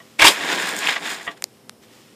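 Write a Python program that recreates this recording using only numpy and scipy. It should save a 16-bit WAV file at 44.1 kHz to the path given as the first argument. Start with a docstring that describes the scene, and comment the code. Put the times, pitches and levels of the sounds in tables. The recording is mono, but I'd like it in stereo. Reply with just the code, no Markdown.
"""Chainmail dropped on a workbench

A sheet of chainmail lands on a wooden bench, overloading a nearby camera's microphones, and is dragged
flat by hand. Thousands of ring contacts rattle the board; a few rings tick on their own and the bench
is knocked as the hand leaves. Three close, dry clicks and a faint rustle follow, over workshop noise."""
import sys
import numpy as np
from scipy import signal
from scipy.fft import rfft, irfft, next_fast_len
from scipy.io import wavfile
from scipy.ndimage import uniform_filter1d

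SR = 44100
rng = np.random.default_rng(int(sys.argv[2]) if len(sys.argv) > 2 else 0)


def transcribe(signal):
    """Save signal, clipped to [-1, 1], as a 16-bit WAV file at the path in sys.argv[1]."""
    frames = np.atleast_2d(signal).T
    limited = np.clip(frames, -1, 1)
    pcm = np.round(limited * 32767).astype(np.int16)
    wavfile.write(sys.argv[1], SR, pcm)


N = 94815
TOP_HZ, CLICK_S = 14750, 0.00087
PAN = np.array([[.5], [-.5]])  # splits a left-right dB difference between the channels


def drop():
    """The sheet lands in a crash that brightens as it piles up; heavy folds slap, brief notes ring."""
    # Each row: time in seconds, crash level in dB, bright splash level in dB.
    pile_up = [(.183, -61, -61.5), (.194, -14.5, -23), (.209, -13, -27.5), (.218, -8.5, -19),
               (.238, -12.5, -21), (.255, -13.5, -11), (.268, -11, -10.5), (.284, -8.5, -8.5),
               (.296, -19, -20.5), (.32, -26.5, -29.5), (.37, -54, -61.5)]
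    # Each row: start in seconds, level in dB, t60 in seconds.
    fold_slaps = [(0.2193, -1.5, 0.085), (0.2447, -2, 0.068), (0.2664, -2, 0.042), (.2805, -3.5, .035)]
    # Each row: start in seconds, level in dB, left-right in dB, pitch in Hz, t60 in seconds.
    brief_notes = [(0.2213, -7.5, 9, 1667, 0.078), (0.243, -6.5, 2, 2750, 0.12),
                   (0.2497, -0.5, -1, 925, 0.044), (0.25, -14, -4.5, 7870, .06),
                   (.2655, -9, 5, 2310, 0.088), (0.269, -1.5, -8.5, 3192, 0.071),
                   (0.267, -7, -11.5, 4850, 0.092), (.279, -1, 0, 3780, 0.042),
                   (.302, -27.5, -1, 644, 0.12)]
    # Spectra. Each row: frequency in Hz, relative gain in dB.
    crash_colour = [(25, -25.5), (90, -28), (200, -23.5), (310, -8.5), (480, -10), (720, -10), (950, -5.5),
                    (1250, -6), (1650, -5), (2300, 0), (3400, -4), (4300, -12.5), (6000, -20),
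                    (14000, -42.5)]
    splash_colour = [(500, -73.5), (2500, -11.5), (3900, -2.5), (4700, -2), (6000, -7.5), (7800, -3.5),
                     (10000, -7.5), (14500, -15)]
    # Each row: frequency in Hz, left-right in dB.
    balance = [(100, 0), (800, 1), (1250, 4), (1650, 3.5), (2400, 4.5), (3400, 7), (4600, -6.5),
               (14000, -1.5)]
    body, splash = envelopes(pile_up)
    power = body[None] ** 2
    notes, t = np.zeros((2, N)), np.arange(SR // 4) / SR
    for start_s, db, t60_s in fold_slaps:
        add(power, start_s, amp(db - 60 * t / t60_s) ** 2)
    for start_s, db, pan_db, hz, t60_s in brief_notes:
        ring = tone(hz, width_hz=0.031 * hz, size=len(t)) * (1 - np.exp(-t / 0.001))
        add(notes, start_s, ring * amp(db - 60 * t / t60_s + PAN * pan_db))
    crash = np.sqrt(power) * contacts(crash_colour, per_s=6000, spread_db=5.5, t60_s=0.041)
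    crash += splash * contacts(splash_colour, per_s=5200, spread_db=6.0, t60_s=0.015)
    return placed(crash, balance) + notes


def drag():
    """Sliding rings rattle and catch on the wood, jingle against each other and make the board rumble."""
    # Each row: time in seconds, relative rattle and jingle levels in dB.
    hand_drag = [(.31, -27, -33), (.358, -27.5, -40.5), (.46, -26.5, -38), (.5, -21, -34.5),
                 (.526, -19.5, -32), (.562, -24, -35.5), (.695, -25, -34), (.728, -30, -36.5),
                 (.796, -29.5, -35), (.842, -25, -37.5), (.88, -24, -32), (.894, -19.5, -34),
                 (.903, -25.5, -35.5), (.925, -24, -34.5), (.952, -31, -42), (.966, -24, -53),
                 (.998, -40, -47.5), (1.06, -25.5, -38), (1.115, -27.5, -32.5), (1.194, -37.5, -50.5),
                 (1.262, -44, -45), (1.304, -42.5, -67), (1.316, -38, -49), (1.358, -65, -83),
                 (1.376, -45.5, -53), (1.39, -58, -73)]
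    # Each row: time in seconds, relative level in dB.
    board_rumble = [(.3, -24.5), (.312, -29), (.35, -43), (.53, -31), (.626, -37), (.89, -37.5), (1.0, -42),
                    (1.092, -40), (1.25, -54), (1.29, -45.5), (1.39, -59.5)]
    # Single rings tick; rows of rings catch and slip. Each row: start in seconds, level in dB.
    ring_ticks = [(0.3383, -29), (0.52, -20.5), (0.691, -19.5), (0.765, -17), (0.7893, -13)]
    ring_slips = [(.8315, -16), (0.8657, -17), (.872, -9), (0.8864, -12), (0.89, -7), (0.8951, -9),
                  (.923, -17), (0.939, -22.5), (0.9614, -20.5)]
    # Spectra. Each row: frequency in Hz, relative gain in dB.
    rattle_colour = [(60, -55), (250, -31), (600, -14), (950, -2), (1300, -3.5), (1900, -2), (2400, -1),
                     (3500, -3.5), (4500, -10), (6500, -19), (14000, -39.5)]
    jingle_colour = [(2500, -27.5), (4000, -6), (5000, 1), (6000, -8), (7300, -2.5), (9000, -3),
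                     (11200, -15.5), (13000, -10.5), (14500, -11.5)]
    board_colour = [(40, -44.5), (110, -27.5), (180, -2), (250, -5.5), (410, -1.5), (520, -5.5), (660, 0),
                    (1100, -8.5), (3000, -52)]
    tick_colour = [(500, -17), (5500, -9.5), (8700, 3), (10500, -15), (14000, -6)]
    slip_colour = [(200, -35), (1400, -15.5), (1920, -1.5), (3600, -1), (4400, -21), (14000, -41)]
    # Sheet on the board. Each row: frequency in Hz, width in Hz, boost in dB.
    resonances = [(301, 16, 4), (382, 110, 3.5), (1643, 160, 7), (7160, 580, 6)]
    # Each row: frequency in Hz, left-right in dB.
    balance = [(100, 1), (400, -2), (700, -1), (1100, 3), (1700, 3.5), (2800, 4.5), (3700, -3),
               (4500, -7.5), (7100, -7.5), (9500, -1), (11500, -4)]
    rattle, jingle = envelopes(hand_drag)
    board, = envelopes(board_rumble)
    sound = amp(0.5) * rattle * contacts(rattle_colour, per_s=2200, spread_db=3.5, t60_s=0.013, spots=24)
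    sound += amp(1) * jingle * contacts(jingle_colour, per_s=1300, spread_db=2.0, t60_s=0.013)
    sound += amp(1) * board * contacts(board_colour, per_s=2300, spread_db=7.5, t60_s=0.042, spots=24)
    for start_s, db in ring_ticks:
        add(sound, start_s, amp(db) * coloured(burst(t60_s=0.0081), tick_colour))
    for start_s, db in ring_slips:
        add(sound, start_s, amp(db) * coloured(burst(t60_s=0.021), slip_colour))
    for hz, width_hz, boost_db in resonances:
        sound = resonant(sound, hz, hz / width_hz, boost_db)
    return placed(sound, balance)


def contacts(colour, per_s, spread_db, t60_s, spots=12):
    """A shower of contacts of uneven strength; each spot has its own short decay."""
    out = np.zeros((2, N))
    for _ in range(spots):
        struck = rng.random(N) < per_s / spots / SR
        strength = amp(spread_db * np.clip(rng.standard_normal(N), -2, 2))
        hits = struck * strength * rng.choice([-1, 1], N)
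        out += signal.oaconvolve(hits[None], burst(t60_s, size=2048), axes=1)[:, :N]
    return unit(coloured(out, colour))


def knocks(pan_db=3, attack_s=0.00105):
    """Each knock rings the bench's modes and shakes the rings lying on it."""
    # Each row: start in seconds, gain of the modes in dB, ring rattle in dB.
    blows = [(.002, -41, -46), (.407, -26, -24), (.963, -22, -33), (1.208, -37, -36.5), (1.268, -32, -34),
             (1.2762, -20.5, -23.5)]
    # Each row: frequency in Hz, relative level in dB, t60 in seconds.
    bench_modes = [(680, -6.5, 0.11), (1024, -12, 0.11), (1150, -7.5, 0.12), (1910, 6, 0.044),
                   (2000, -8, 0.078), (2630, -23, 0.087), (2950, -14.5, 0.062), (2900, -9, 0.072)]
    # Each row: frequency in Hz, relative gain in dB.
    rattle_colour = [(40, -13), (200, -19), (600, -7), (1100, 4), (2000, -3.5), (3300, 2.5), (4500, -35),
                     (14000, -37)]
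    out, t = np.zeros((2, N)), np.arange(SR // 4) / SR
    for start_s, db, rattle_db in blows:
        wood = np.zeros((2, len(t)))
        for hz, mode_db, t60_s in bench_modes:
            decay = amp(mode_db + rng.normal(0, 1, (2, 1)) - 60 * t / t60_s)
            wood += decay * tone(hz, width_hz=0.01 * hz, size=len(t))
        add(out, start_s, amp(db) * wood * (1 - np.exp(-t / attack_s)))
        add(out, start_s, amp(rattle_db) * coloured(burst(t60_s=0.081), rattle_colour))
    return out * amp(PAN * pan_db)


def clicks(q=3):
    """Dry snaps: a scattered spike reaches each microphone with its own broad resonance."""
    # Each row: start in seconds, level in dB, left-right in dB, left resonance in Hz,
    # its boost in dB, right resonance in Hz, its boost in dB.
    snaps = [(1.423, -18, 2.5, 2070, 10.5, 7400, 6), (1.441, -7.5, -6, 1800, 2, 4950, 11),
             (1.695, -24.5, 8, 1360, 9, 3900, 14)]
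    # Each row: frequency in Hz, relative gain in dB.
    colour = [(50, -27), (200, -25), (550, 1), (1100, 1), (2500, -0.5), (7500, 1), (11000, -4.5),
              (14500, -9)]
    out = np.zeros((2, N))
    for start_s, db, pan_db, left_hz, left_db, right_hz, right_db in snaps:
        left, right = coloured(np.array([scattered_spike(), scattered_spike()]), colour)
        snap = np.array([resonant(left, left_hz, q, left_db), resonant(right, right_hz, q, right_db)])
        snap *= np.sqrt(SR * CLICK_S) / np.linalg.norm(snap, axis=1, keepdims=True)
        add(out, start_s, snap * amp(db + PAN * pan_db))
    return out


def scattered_spike(stages=6, size=2048):
    """Random all-pass filters smear a spike over a click's length; its spectrum stays flat."""
    x = signal.unit_impulse(size)
    positions = (np.arange(stages) + rng.random(stages)) / stages
    for hz in TOP_HZ * positions ** 2 + 1 / CLICK_S / 2:
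        x = x - 2 * signal.lfilter(*signal.iirpeak(hz, hz * CLICK_S, SR), x)
    return x


def rustle():
    """Dense, tiny contacts make a faint rustle, perhaps of a sleeve."""
    # Each row: time in seconds, level in dB.
    swells = [(0, -51), (.17, -52.5), (1.38, -67), (1.55, -58), (1.8, -67), (1.835, -48.5), (1.87, -54.5),
              (1.94, -49), (2.15, -55)]
    # Each row: frequency in Hz, relative gain in dB.
    colour = [(100, -42.5), (500, -12), (1500, -4.5), (2200, -1.5), (3200, -6), (5000, -10), (7000, -11),
              (10000, -19.5), (14500, -17)]
    # Each row: frequency in Hz, left-right in dB.
    balance = [(2000, 5.5), (6000, -8), (14000, -4)]
    gain, = envelopes(swells)
    return placed(gain * contacts(colour, per_s=8700, spread_db=1, t60_s=0.0046), balance)


def workshop(noise_db=-52):
    """Low, steady noise and a faint hum."""
    # Each row: frequency in Hz, relative gain in dB.
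    colour = [(25, -35.5), (60, -14.5), (120, -5), (220, -2), (320, -3), (520, -6.5), (800, -11.5),
              (1600, -17.5), (3200, -18.5), (4600, -21.5), (5250, -13.5), (6100, -23.5), (9000, -20),
              (14500, -25.5)]
    # Each row: frequency in Hz, level in dB.
    hum_lines = [(118.4, -68), (226.1, -61), (393.0, -64.5), (506.0, -65.5)]
    noise = coloured(rng.standard_normal((2, N)), colour)
    noise = unit(placed(noise, balance=[(60, 2), (200, -0.5), (8000, -2)]))
    hum = sum(amp(db) * unit(tone(hz, width_hz=3.5, size=N)) for hz, db in hum_lines)
    return amp(noise_db) * noise + hum


def room(x):
    """The workshop's short reverberation; the treble lasts slightly longer."""
    # Each row: frequency in Hz, t60 in seconds.
    decay_times = [(200, 0.13), (2000, 0.13), (12000, 0.22)]
    hz, t, spectra = signal.stft(rng.standard_normal((2, SR // 2)), SR, nperseg=256)
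    decay = amp(-60 * t / along(decay_times, hz)[:, None])
    tail = signal.istft(spectra * decay, SR, nperseg=256)[1]
    return signal.fftconvolve(x, tail / np.linalg.norm(tail[0]), axes=1)[:, :N]


def placed(pair, balance):
    """Two unrelated signals become left and right: bass alike, treble apart."""
    # Each row: frequency in Hz, left-right correlation.
    correlation = [(40, 0.74), (130, .8), (400, 0.89), (800, 0.78), (1300, 0.16), (2200, 0.13),
                   (5000, -0.07)]

    def mid_side_gains(hz):
        angle = np.arccos(np.clip(along(correlation, hz), -1, 1)) / 2
        return np.array([np.cos(angle), np.sin(angle)])

    mid, side = filtered(pair, mid_side_gains)
    return filtered(np.array([mid + side, mid - side]), lambda hz: amp(PAN * along(balance, hz)))


def amp(db):
    """Decibels to gain."""
    return 10 ** (np.asarray(db) / 20)


def unit(x):
    """Scale to rms 1."""
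    return x / np.sqrt(np.mean(x ** 2) + 1e-20)


def along(points, hz):
    """Read (Hz, value) points on a log axis."""
    points_hz, values = np.transpose(points)
    return np.interp(np.log(hz + 1), np.log(points_hz + 1), values)


def envelopes(rows, fade_s=0.026):
    """One gain curve per dB column, fading outside the rows' time span."""
    times_s, *columns_db = np.transpose(rows)
    t = np.arange(N) / SR
    outside_s = np.abs(t - np.clip(t, times_s[0], times_s[-1]))
    return [amp(np.interp(t, times_s, db)) * np.exp(-outside_s / fade_s) for db in columns_db]


def filtered(x, response):
    """Zero-phase filter with gain response(hz)."""
    size = next_fast_len(N + SR // 2)
    return irfft(rfft(x, size) * response(np.fft.rfftfreq(size, 1 / SR)), size)[..., :N]


def coloured(x, colour, size=2048):
    """Minimum-phase, unit-energy filter shaped by (Hz, dB) points."""
    cepstrum = irfft(np.log(amp(along(colour, np.fft.rfftfreq(size, 1 / SR)))))
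    cepstrum[1:size // 2] *= 2
    cepstrum[size // 2 + 1:] = 0
    impulse = irfft(np.exp(rfft(cepstrum)))
    return signal.fftconvolve(x, impulse[None] / np.linalg.norm(impulse), axes=1)[:, :x.shape[1]]


def resonant(x, hz, q, boost_db):
    """Lift one resonance."""
    return x + (amp(boost_db) - 1) * signal.lfilter(*signal.iirpeak(hz, q, SR), x)


def tone(hz, width_hz, size):
    """A sine whose wandering phase widens its line."""
    drift = np.cumsum(rng.standard_normal(size)) * np.sqrt(2 * np.pi * abs(width_hz) / SR)
    cycles = hz * np.arange(size) / SR + rng.random()
    return np.sin(2 * np.pi * cycles + uniform_filter1d(drift, int(SR / hz * 2)))


def burst(t60_s, size=8192):
    """Decaying stereo noise."""
    return rng.standard_normal((2, size)) * amp(-60 * np.arange(size) / SR / t60_s)


def add(track, start_s, sound):
    """Mix a sound into the track in place."""
    part = track[:, int(start_s * SR):][:, :sound.shape[-1]]
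    part += sound[..., :part.shape[1]]


def scene(mail_send_db=-11.5, click_send_db=-31):
    """Chainmail and bench in the room, with the clicks close by."""
    mail = drop() + drag() + knocks()
    snaps = clicks()
    reverb = room(amp(mail_send_db) * mail + amp(click_send_db) * snaps)
    return mail + snaps + reverb + workshop() + rustle()


def record(dry):
    """The camera saturates on the crash and cuts the treble at its band limit."""
    saturated = dry / (1 + np.abs(dry) ** 8) ** (1 / 8)
    return filtered(saturated, lambda hz: np.clip((TOP_HZ - hz) / 500 + .5, 0, 1))


dry = scene()
out = record(dry)
transcribe(out)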